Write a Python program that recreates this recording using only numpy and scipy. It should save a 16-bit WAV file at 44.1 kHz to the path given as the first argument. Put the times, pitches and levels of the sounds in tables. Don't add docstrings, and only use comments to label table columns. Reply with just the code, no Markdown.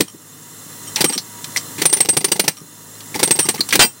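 import sys
import numpy as np
from scipy import signal
from scipy.fft import rfft, irfft
from scipy.io import wavfile
from scipy.ndimage import uniform_filter1d

SR = 44100
rng = np.random.default_rng(int(sys.argv[2]) if len(sys.argv) > 2 else 0)


def to_wav(sig):
    pcm = np.clip(np.atleast_2d(sig), -1, 1) * 32767
    pcm = np.round(pcm).astype(np.int16)
    wavfile.write(sys.argv[1], SR, pcm.T)


N = 176400
T = np.arange(N) / SR

# start_s, level_db, hold_s, crack_t60_s, lower_ring_db, upper_ring_db, ring_t60_s
BLOWS = [(.0045, 3.5, 0.0028, 0.042, -7, -18, 0.086), (1.005, -10, 0.0079, 0.05, -35, -26, 0.025),
         (1.0406, 0.5, 0.0014, 0.044, 0, -19, 0.18), (1.8154, -10, 0.0037, 0.054, -26, -20, .044),
         (1.8531, 0, 0.0019, 0.055, -3, -3, 0.1), (1.926, -2.5, 0.0046, 0.074, -13, 5.5, .13),
         (2.003, 2, 0.0019, .075, 12, 2, 0.033), (2.086, 3.5, 0.0016, 0.055, 6.5, 3, .11),
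         (2.1663, 3.5, 0.0026, 0.044, 3, 0.5, 0.083), (2.2423, 1, 0.0025, .049, 4, 0, 0.038),
         (2.3158, 2.5, 0.0037, .046, -1.5, -1.5, 0.063), (2.3934, 3.5, 0.0058, 0.033, -19, -10.5, 0.13),
         (2.4773, 2, 0.0069, 0.044, -13, -15, 0.088), (3.2283, 1.5, 0.002, 0.061, 2.5, 4, .11),
         (3.3065, -0.5, 0.0013, 0.057, -.5, -26, 0.18), (3.3877, -3.5, 0.0028, 0.077, -3, -7, 0.12),
         (3.4855, -3, 0.0028, 0.054, -2.5, -10, 0.075), (3.7526, -2, 0.0023, .04, -21, -30.5, 0.091)]
# start_s, level_db
RETURN_STROKES = [(1.094, -16.5), (1.892, -18), (1.965, -11.5), (2.048, -12), (2.13, -13.5), (2.206, -16),
                  (2.279, -17), (2.355, -16), (2.439, -14.5), (3.152, -19.5), (3.191, -19), (3.273, -16),
                  (3.353, -17.5), (3.451, -18.5), (3.54, -19.5), (3.842, -9)]
# start_s, level_db, centre_hz, width_octaves, t60_s
CLANKS = [(0.9589, -9, 4650, 0.49, 0.035), (.962, -21.5, 2300, 0.49, 0.26), (.978, -25, 886, 0.077, 0.27),
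          (1.124, -15, 4480, 1, 0.045), (1.149, -19.5, 5160, 0.87, .05), (1.1772, -8, 4830, 0.24, 0.065),
          (1.442, -19, 4300, 0.62, 0.04), (1.561, -11.5, 2030, 0.13, 0.043),
          (1.569, -12.5, 5230, 0.33, 0.064), (1.781, -25.5, 1560, 0.82, 0.4),
          (2.952, -33, 3000, 0.82, 0.028), (3.0044, -27.5, 3800, 0.46, 0.051),
          (3.1425, -18, 1940, 0.18, 0.093), (3.193, -17.5, 1230, 0.69, 0.11),
          (3.578, -26, 2000, 0.3, 0.089), (3.6062, -1.5, 4350, 0.1, 0.032), (3.688, -16, 7000, 1, 0.053),
          (3.706, -16.5, 3700, 0.34, 0.042), (3.7246, -7.5, 1980, 0.43, 0.14),
          (3.732, -11, 4100, 0.64, 0.064)]
# start_s, bending_db, high_ring_db
RATTLES = [(0.077, -25, -54), (0.87, -33.5, -25), (1.048, -18.5, -24), (1.081, -42.5, -10),
           (1.131, -16.5, -9), (1.569, -23, -20), (1.89, -41, 1), (1.908, -38, -3), (1.962, -26, -12),
           (2.0225, -34, 0.5), (2.568, -25, -43), (3.42, -25, 0.5), (3.433, -28, -30), (3.582, -30.5, -47),
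           (3.844, -29, 3.5)]
# start_s, level_db
KNOCKS = [(.002, -4), (.136, -22), (1.041, -9), (1.156, -17), (1.781, -25), (2.611, -22), (3.154, -18),
          (3.217, -20), (3.591, -20), (3.734, -21), (3.772, -21), (3.842, -18)]

# pitch_hz, level_db, t60_s
PILE_MODES = [(358, -1, .033), (405, 0, .033), (495, -4, .045)]
RECOIL_MODES = [(158, -1, .06), (205, 0, .05), (255, -2, .045)]
CASING_MODES = [(869, -0.5, 0.023), (2046, 1, 0.017), (2340, -52, 0.053), (2815, -7, 0.057),
                (3120, -15, 0.028), (4050, -13, 0.1), (4766, 5.5, 0.023), (5494, 4, 0.027),
                (6080, -6.5, 0.032), (6100, 6, 0.018), (10150, 0.5, 0.049), (13615, -5, .06),
                (14200, -2, .08)]
BENDING_MODES = [(1210, -11, .13), (3110, -5, .085), (5625, 2, .11), (5720, -6, .07), (8700, -2, .1)]
BLANK_MODES = [(842, -8, .06), (1502, -7, .06), (1548, -8, .06), (1975, -5, .06), (2363, -9, .06),
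               (2705, -4, .07), (3133, 1, .06), (4160, -9, .1), (4756, -5, .09), (5633, -13, .18),
               (7184, -13, .2), (8272, -6, .17), (8515, -9, .17), (8860, -3, .13), (12085, -19, .17),
               (13614, -2, .1), (15582, -12, .17)]
# pitch_hz, level_db
CHISEL_LOWER_MODES = [(8272, -11), (8325, -17), (8530, -10)]
CHISEL_UPPER_MODES = [(8720, -16.5), (8875, -40.5), (9204, -4.5)]

# frequency_hz, density_db
CRACK_SPECTRUM = [(60, -49), (200, -6), (600, -3), (820, -1.5), (1050, -0.5), (1400, -5), (2000, 1),
                  (2500, -0.5), (3700, -0.5), (4200, 2), (5100, -3.5), (5800, 4), (6500, -5), (7200, -4.5),
                  (7900, -0.5), (8500, 3), (9500, -0.5), (10500, -7), (12600, -8.5), (13500, -8.5),
                  (16000, -2)]
THUMP_SPECTRUM = [(25, -32), (70, -38), (105, -14), (150, -1.5), (290, -4.5), (385, -4), (490, -5.5),
                  (600, -19), (820, -7), (1200, -27.5), (4000, -70)]
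BLANK_SPECTRUM = [(60, -23), (150, -1.5), (400, 3.5), (1000, 3), (2000, 1.5), (4300, 2.5), (6000, -1),
                  (9000, -1), (12400, -17), (14000, -20), (16000, -24)]
KNOCK_SPECTRUM = [(60, -48), (150, -8.5), (250, -9.5), (305, -7.5), (400, -12.5), (700, -39), (3000, -64)]
LEAK_SPECTRUM = [(30, -32), (55, -14.5), (80, -49), (102, -19), (130, -1), (160, -2.5), (195, -2.5),
                 (300, -0.5), (360, -10), (440, -5.5), (520, -11), (800, -15), (1200, -8.5), (1500, -14.5),
                 (2000, -10.5), (2300, -24.5), (2900, -14), (3400, -20), (4800, -18.5), (5500, -12.5),
                 (6300, -12.5), (6800, -13), (7250, -10), (7600, -10.5), (8100, -12.5), (8800, -11.5),
                 (9600, -12.5), (10200, -8.5), (10700, -13), (11050, -13), (11400, -14.5), (12100, -26),
                 (12700, -25), (13350, -11), (15800, -14)]
# pitch_hz, width_hz, level_db
LEAK_WHISTLES = [(955, 8.9, -51.5), (3590, 210, -51), (4110, 62, -50.5), (6700, 41, -47), (7540, 100, -44)]
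# pitch_hz, level_db
COMPRESSOR_TONES = [(104, -44), (158, -45)]

CRACK_ATTACK_S, THUMP_ATTACK_S, RECOIL_ATTACK_S = .0022, .0035, .008
RING_ATTACK_S, CLANK_ATTACK_S = .0094, .0017
EVENT_SAMPLES = 16384


def hammer_blows():
    crack_lag_s, ring_lag_s, casing_db = .001, .00086, -11
    out = np.zeros(N)
    for start_s, level_db, hold_s, crack_t60_s, lower_db, upper_db, ring_t60_s in BLOWS:
        add(out, start_s, undb(level_db) * thump())
        crack = grit() * envelope(CRACK_ATTACK_S, hold_s, crack_t60_s)
        casing = undb(casing_db) * ring(CASING_MODES, CRACK_ATTACK_S, hold_s)
        add(out, start_s + crack_lag_s, undb(level_db) * (crack + casing))
        lower = undb(lower_db) * chisel_ring(CHISEL_LOWER_MODES, ring_t60_s)
        upper = undb(upper_db) * chisel_ring(CHISEL_UPPER_MODES, ring_t60_s)
        add(out, start_s + ring_lag_s, lower + upper)
    return out


def thump():
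    pile = undb(-6.5) * pushed_modes(PILE_MODES, THUMP_ATTACK_S)
    recoil = undb(-14.5) * pushed_modes(RECOIL_MODES, RECOIL_ATTACK_S)
    thud = undb(-15) * noise(colour(THUMP_SPECTRUM)) * envelope(THUMP_ATTACK_S, hold_s=.004, t60_s=.06)
    return pile + recoil + thud


def grit():
    return unit(noise(colour(CRACK_SPECTRUM)) * undb(3 * wander(rate_hz=940)))


def chisel_ring(modes, t60_s):
    out = 0
    for pitch_hz, level_db in modes:
        waver_db = 4.5 * (wander(rate_hz=70) - .5)
        out += undb(level_db + waver_db) * ring([(pitch_hz, 0, t60_s)], RING_ATTACK_S)
    return out


def return_strokes():
    out = np.zeros(N)
    for start_s, level_db in RETURN_STROKES:
        chatter = unit(grit() * undb(4 * wander(rate_hz=300)))
        low_air = undb(-3) * noise(colour(THUMP_SPECTRUM))
        puff = (chatter + low_air) * envelope(attack_s=.0014, hold_s=.0062, t60_s=.087)
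        casing = undb(-2) * ring(CASING_MODES, RING_ATTACK_S)
        pile = undb(-14) * pushed_modes(PILE_MODES, RECOIL_ATTACK_S)
        add(out, start_s, undb(level_db) * (puff + casing + pile))
    return out


def blank_blow():
    start_s, gust_hz = 3.792, 45
    gust = undb(-20) * noise(lambda f: 1 / (1 + (f / gust_hz) ** 2))
    blast = undb(3.5) * noise(colour(BLANK_SPECTRUM))
    air = (blast + gust) * envelope(CRACK_ATTACK_S, hold_s=.033, t60_s=.066)
    kick = undb(1.5) * thump()
    steel = undb(-.5) * ring(BLANK_MODES, attack_s=.025, hold_s=.024, scatter_db=-2)
    out = np.zeros(N)
    add(out, start_s, air + kick + steel)
    return out


def chisel_clatter():
    rattle_t60_s = .1
    out = np.zeros(N)
    for start_s, level_db, centre_hz, width_octaves, t60_s in CLANKS:
        def band(f):
            peak = np.exp(-.5 * (np.log2(f / centre_hz) / width_octaves) ** 2)
            return colour(CRACK_SPECTRUM)(f) * (peak + width_octaves)
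        clank = noise(band) * envelope(CLANK_ATTACK_S, hold_s=.00036, t60_s=t60_s)
        add(out, start_s, undb(level_db) * clank)
    for start_s, bending_db, high_ring_db in RATTLES:
        clink = ring(BENDING_MODES, RING_ATTACK_S) * undb(6 * wander(rate_hz=195))
        scrape = undb(-2) * grit() * envelope(CLANK_ATTACK_S, 0, rattle_t60_s)
        high_ring = undb(high_ring_db) * chisel_ring(CHISEL_LOWER_MODES, rattle_t60_s)
        add(out, start_s, undb(bending_db) * (clink + scrape) + high_ring)
    return out


def low_knocks():
    out = np.zeros(N)
    for start_s, level_db in KNOCKS:
        knock = noise(colour(KNOCK_SPECTRUM)) * envelope(attack_s=.0073, hold_s=0, t60_s=.079)
        add(out, start_s, undb(level_db) * knock)
    return out


def radiate(x, bass_cut_hz=55):
    return signal.sosfilt(signal.butter(3, bass_cut_hz, "high", fs=SR, output="sos"), x)


def pit_echo(x):
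    tail = noise(colour([(100, -3), (400, -3), (1200, -2), (14000, -1.5)]))
    tail *= envelope(attack_s=.0038, hold_s=0, t60_s=.14)
    tail /= np.sqrt(np.sum(tail ** 2))
    return undb(-16) * signal.fftconvolve(x, tail)[:N]


def air_leak():
    hiss_db = -32.5 - .1 * wander(rate_hz=30, size=N)
    out = undb(hiss_db) * noise(colour(LEAK_SPECTRUM), N)
    for pitch_hz, width_hz, level_db in LEAK_WHISTLES:
        out += undb(level_db) * noise(lambda f: 1 / (1 + (2 * (f - pitch_hz) / width_hz) ** 2), N)
    return out


def compressor():
    speed = 1 + .0098 * wander(rate_hz=4.95, size=N)
    running_s = np.cumsum(speed) / SR
    out = np.zeros(N)
    for pitch_hz, level_db in COMPRESSOR_TONES:
        waver_db = 2 * wander(rate_hz=12, size=N)
        out += undb(level_db + waver_db) * np.sin(2 * np.pi * pitch_hz * running_s)
    return out


def ring(modes, attack_s, hold_s=0, scatter_db=3.5):
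    out = 0
    for pitch_hz, level_db, t60_s in modes:
        gain = undb(level_db + scatter_db * rng.standard_normal())
        tone = np.sin(2 * np.pi * (pitch_hz * T[:EVENT_SAMPLES] + rng.random()))
        out += gain * envelope(attack_s, hold_s, t60_s) * tone
    nominal_power = sum(undb(level_db) ** 2 for _, level_db, _ in modes) / 2
    return out / np.sqrt(nominal_power)


def pushed_modes(modes, attack_s, detune=.015):
    t = T[:EVENT_SAMPLES] * (1 + detune * rng.standard_normal())
    return sum(undb(level_db) * envelope(attack_s, 0, t60_s) * np.sin(2 * np.pi * pitch_hz * t)
               for pitch_hz, level_db, t60_s in modes)


def envelope(attack_s, hold_s, t60_s):
    t = T[:EVENT_SAMPLES]
    falling_s = np.maximum(t - attack_s - hold_s, 0)
    return np.minimum(t / attack_s, 1) * undb(-60 * falling_s / t60_s)


def noise(shape, size=EVENT_SAMPLES):
    f = np.maximum(np.arange(size // 2 + 1) * SR / size, 1)
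    return unit(irfft(rfft(rng.standard_normal(size)) * shape(f), size))


def colour(points):
    hz, db = np.array(points, float).T
    return lambda f: undb(np.interp(np.log(f), np.log(hz), db))


def wander(rate_hz, size=EVENT_SAMPLES):
    return noise(lambda f: np.exp(-(f / rate_hz) ** 2), size)


def undb(db):
    return 10 ** (np.asarray(db) / 20)


def unit(x):
    return x / np.sqrt(np.mean(x ** 2))


def add(out, start_s, x):
    i = max(int(start_s * SR), 0)
    out[i:i + len(x)] += x[:len(out) - i]


def scene():
    tool = radiate(hammer_blows() + return_strokes() + chisel_clatter() + low_knocks()) + blank_blow()
    return (tool + pit_echo(tool) + air_leak() + compressor())[None]


def record(dry):
    threshold_db, detect_s, recover_db_per_s = -6, .0053, 13
    ceiling, top_hz = 1.3, 15900
    power = uniform_filter1d(dry[0] ** 2, int(detect_s * SR))
    over_db = np.maximum(10 * np.log10(np.maximum(power, 1e-12)) - threshold_db, 0)
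    recovery_db = recover_db_per_s * T
    duck_db = np.maximum.accumulate(over_db + recovery_db) - recovery_db
    ducked = dry * undb(-duck_db)
    rounded = ducked / (1 + (ducked / ceiling) ** 4) ** .25
    return signal.sosfilt(signal.ellip(10, .2, 70, top_hz, fs=SR, output="sos"), rounded)


dry = scene()
out = record(dry)
to_wav(out)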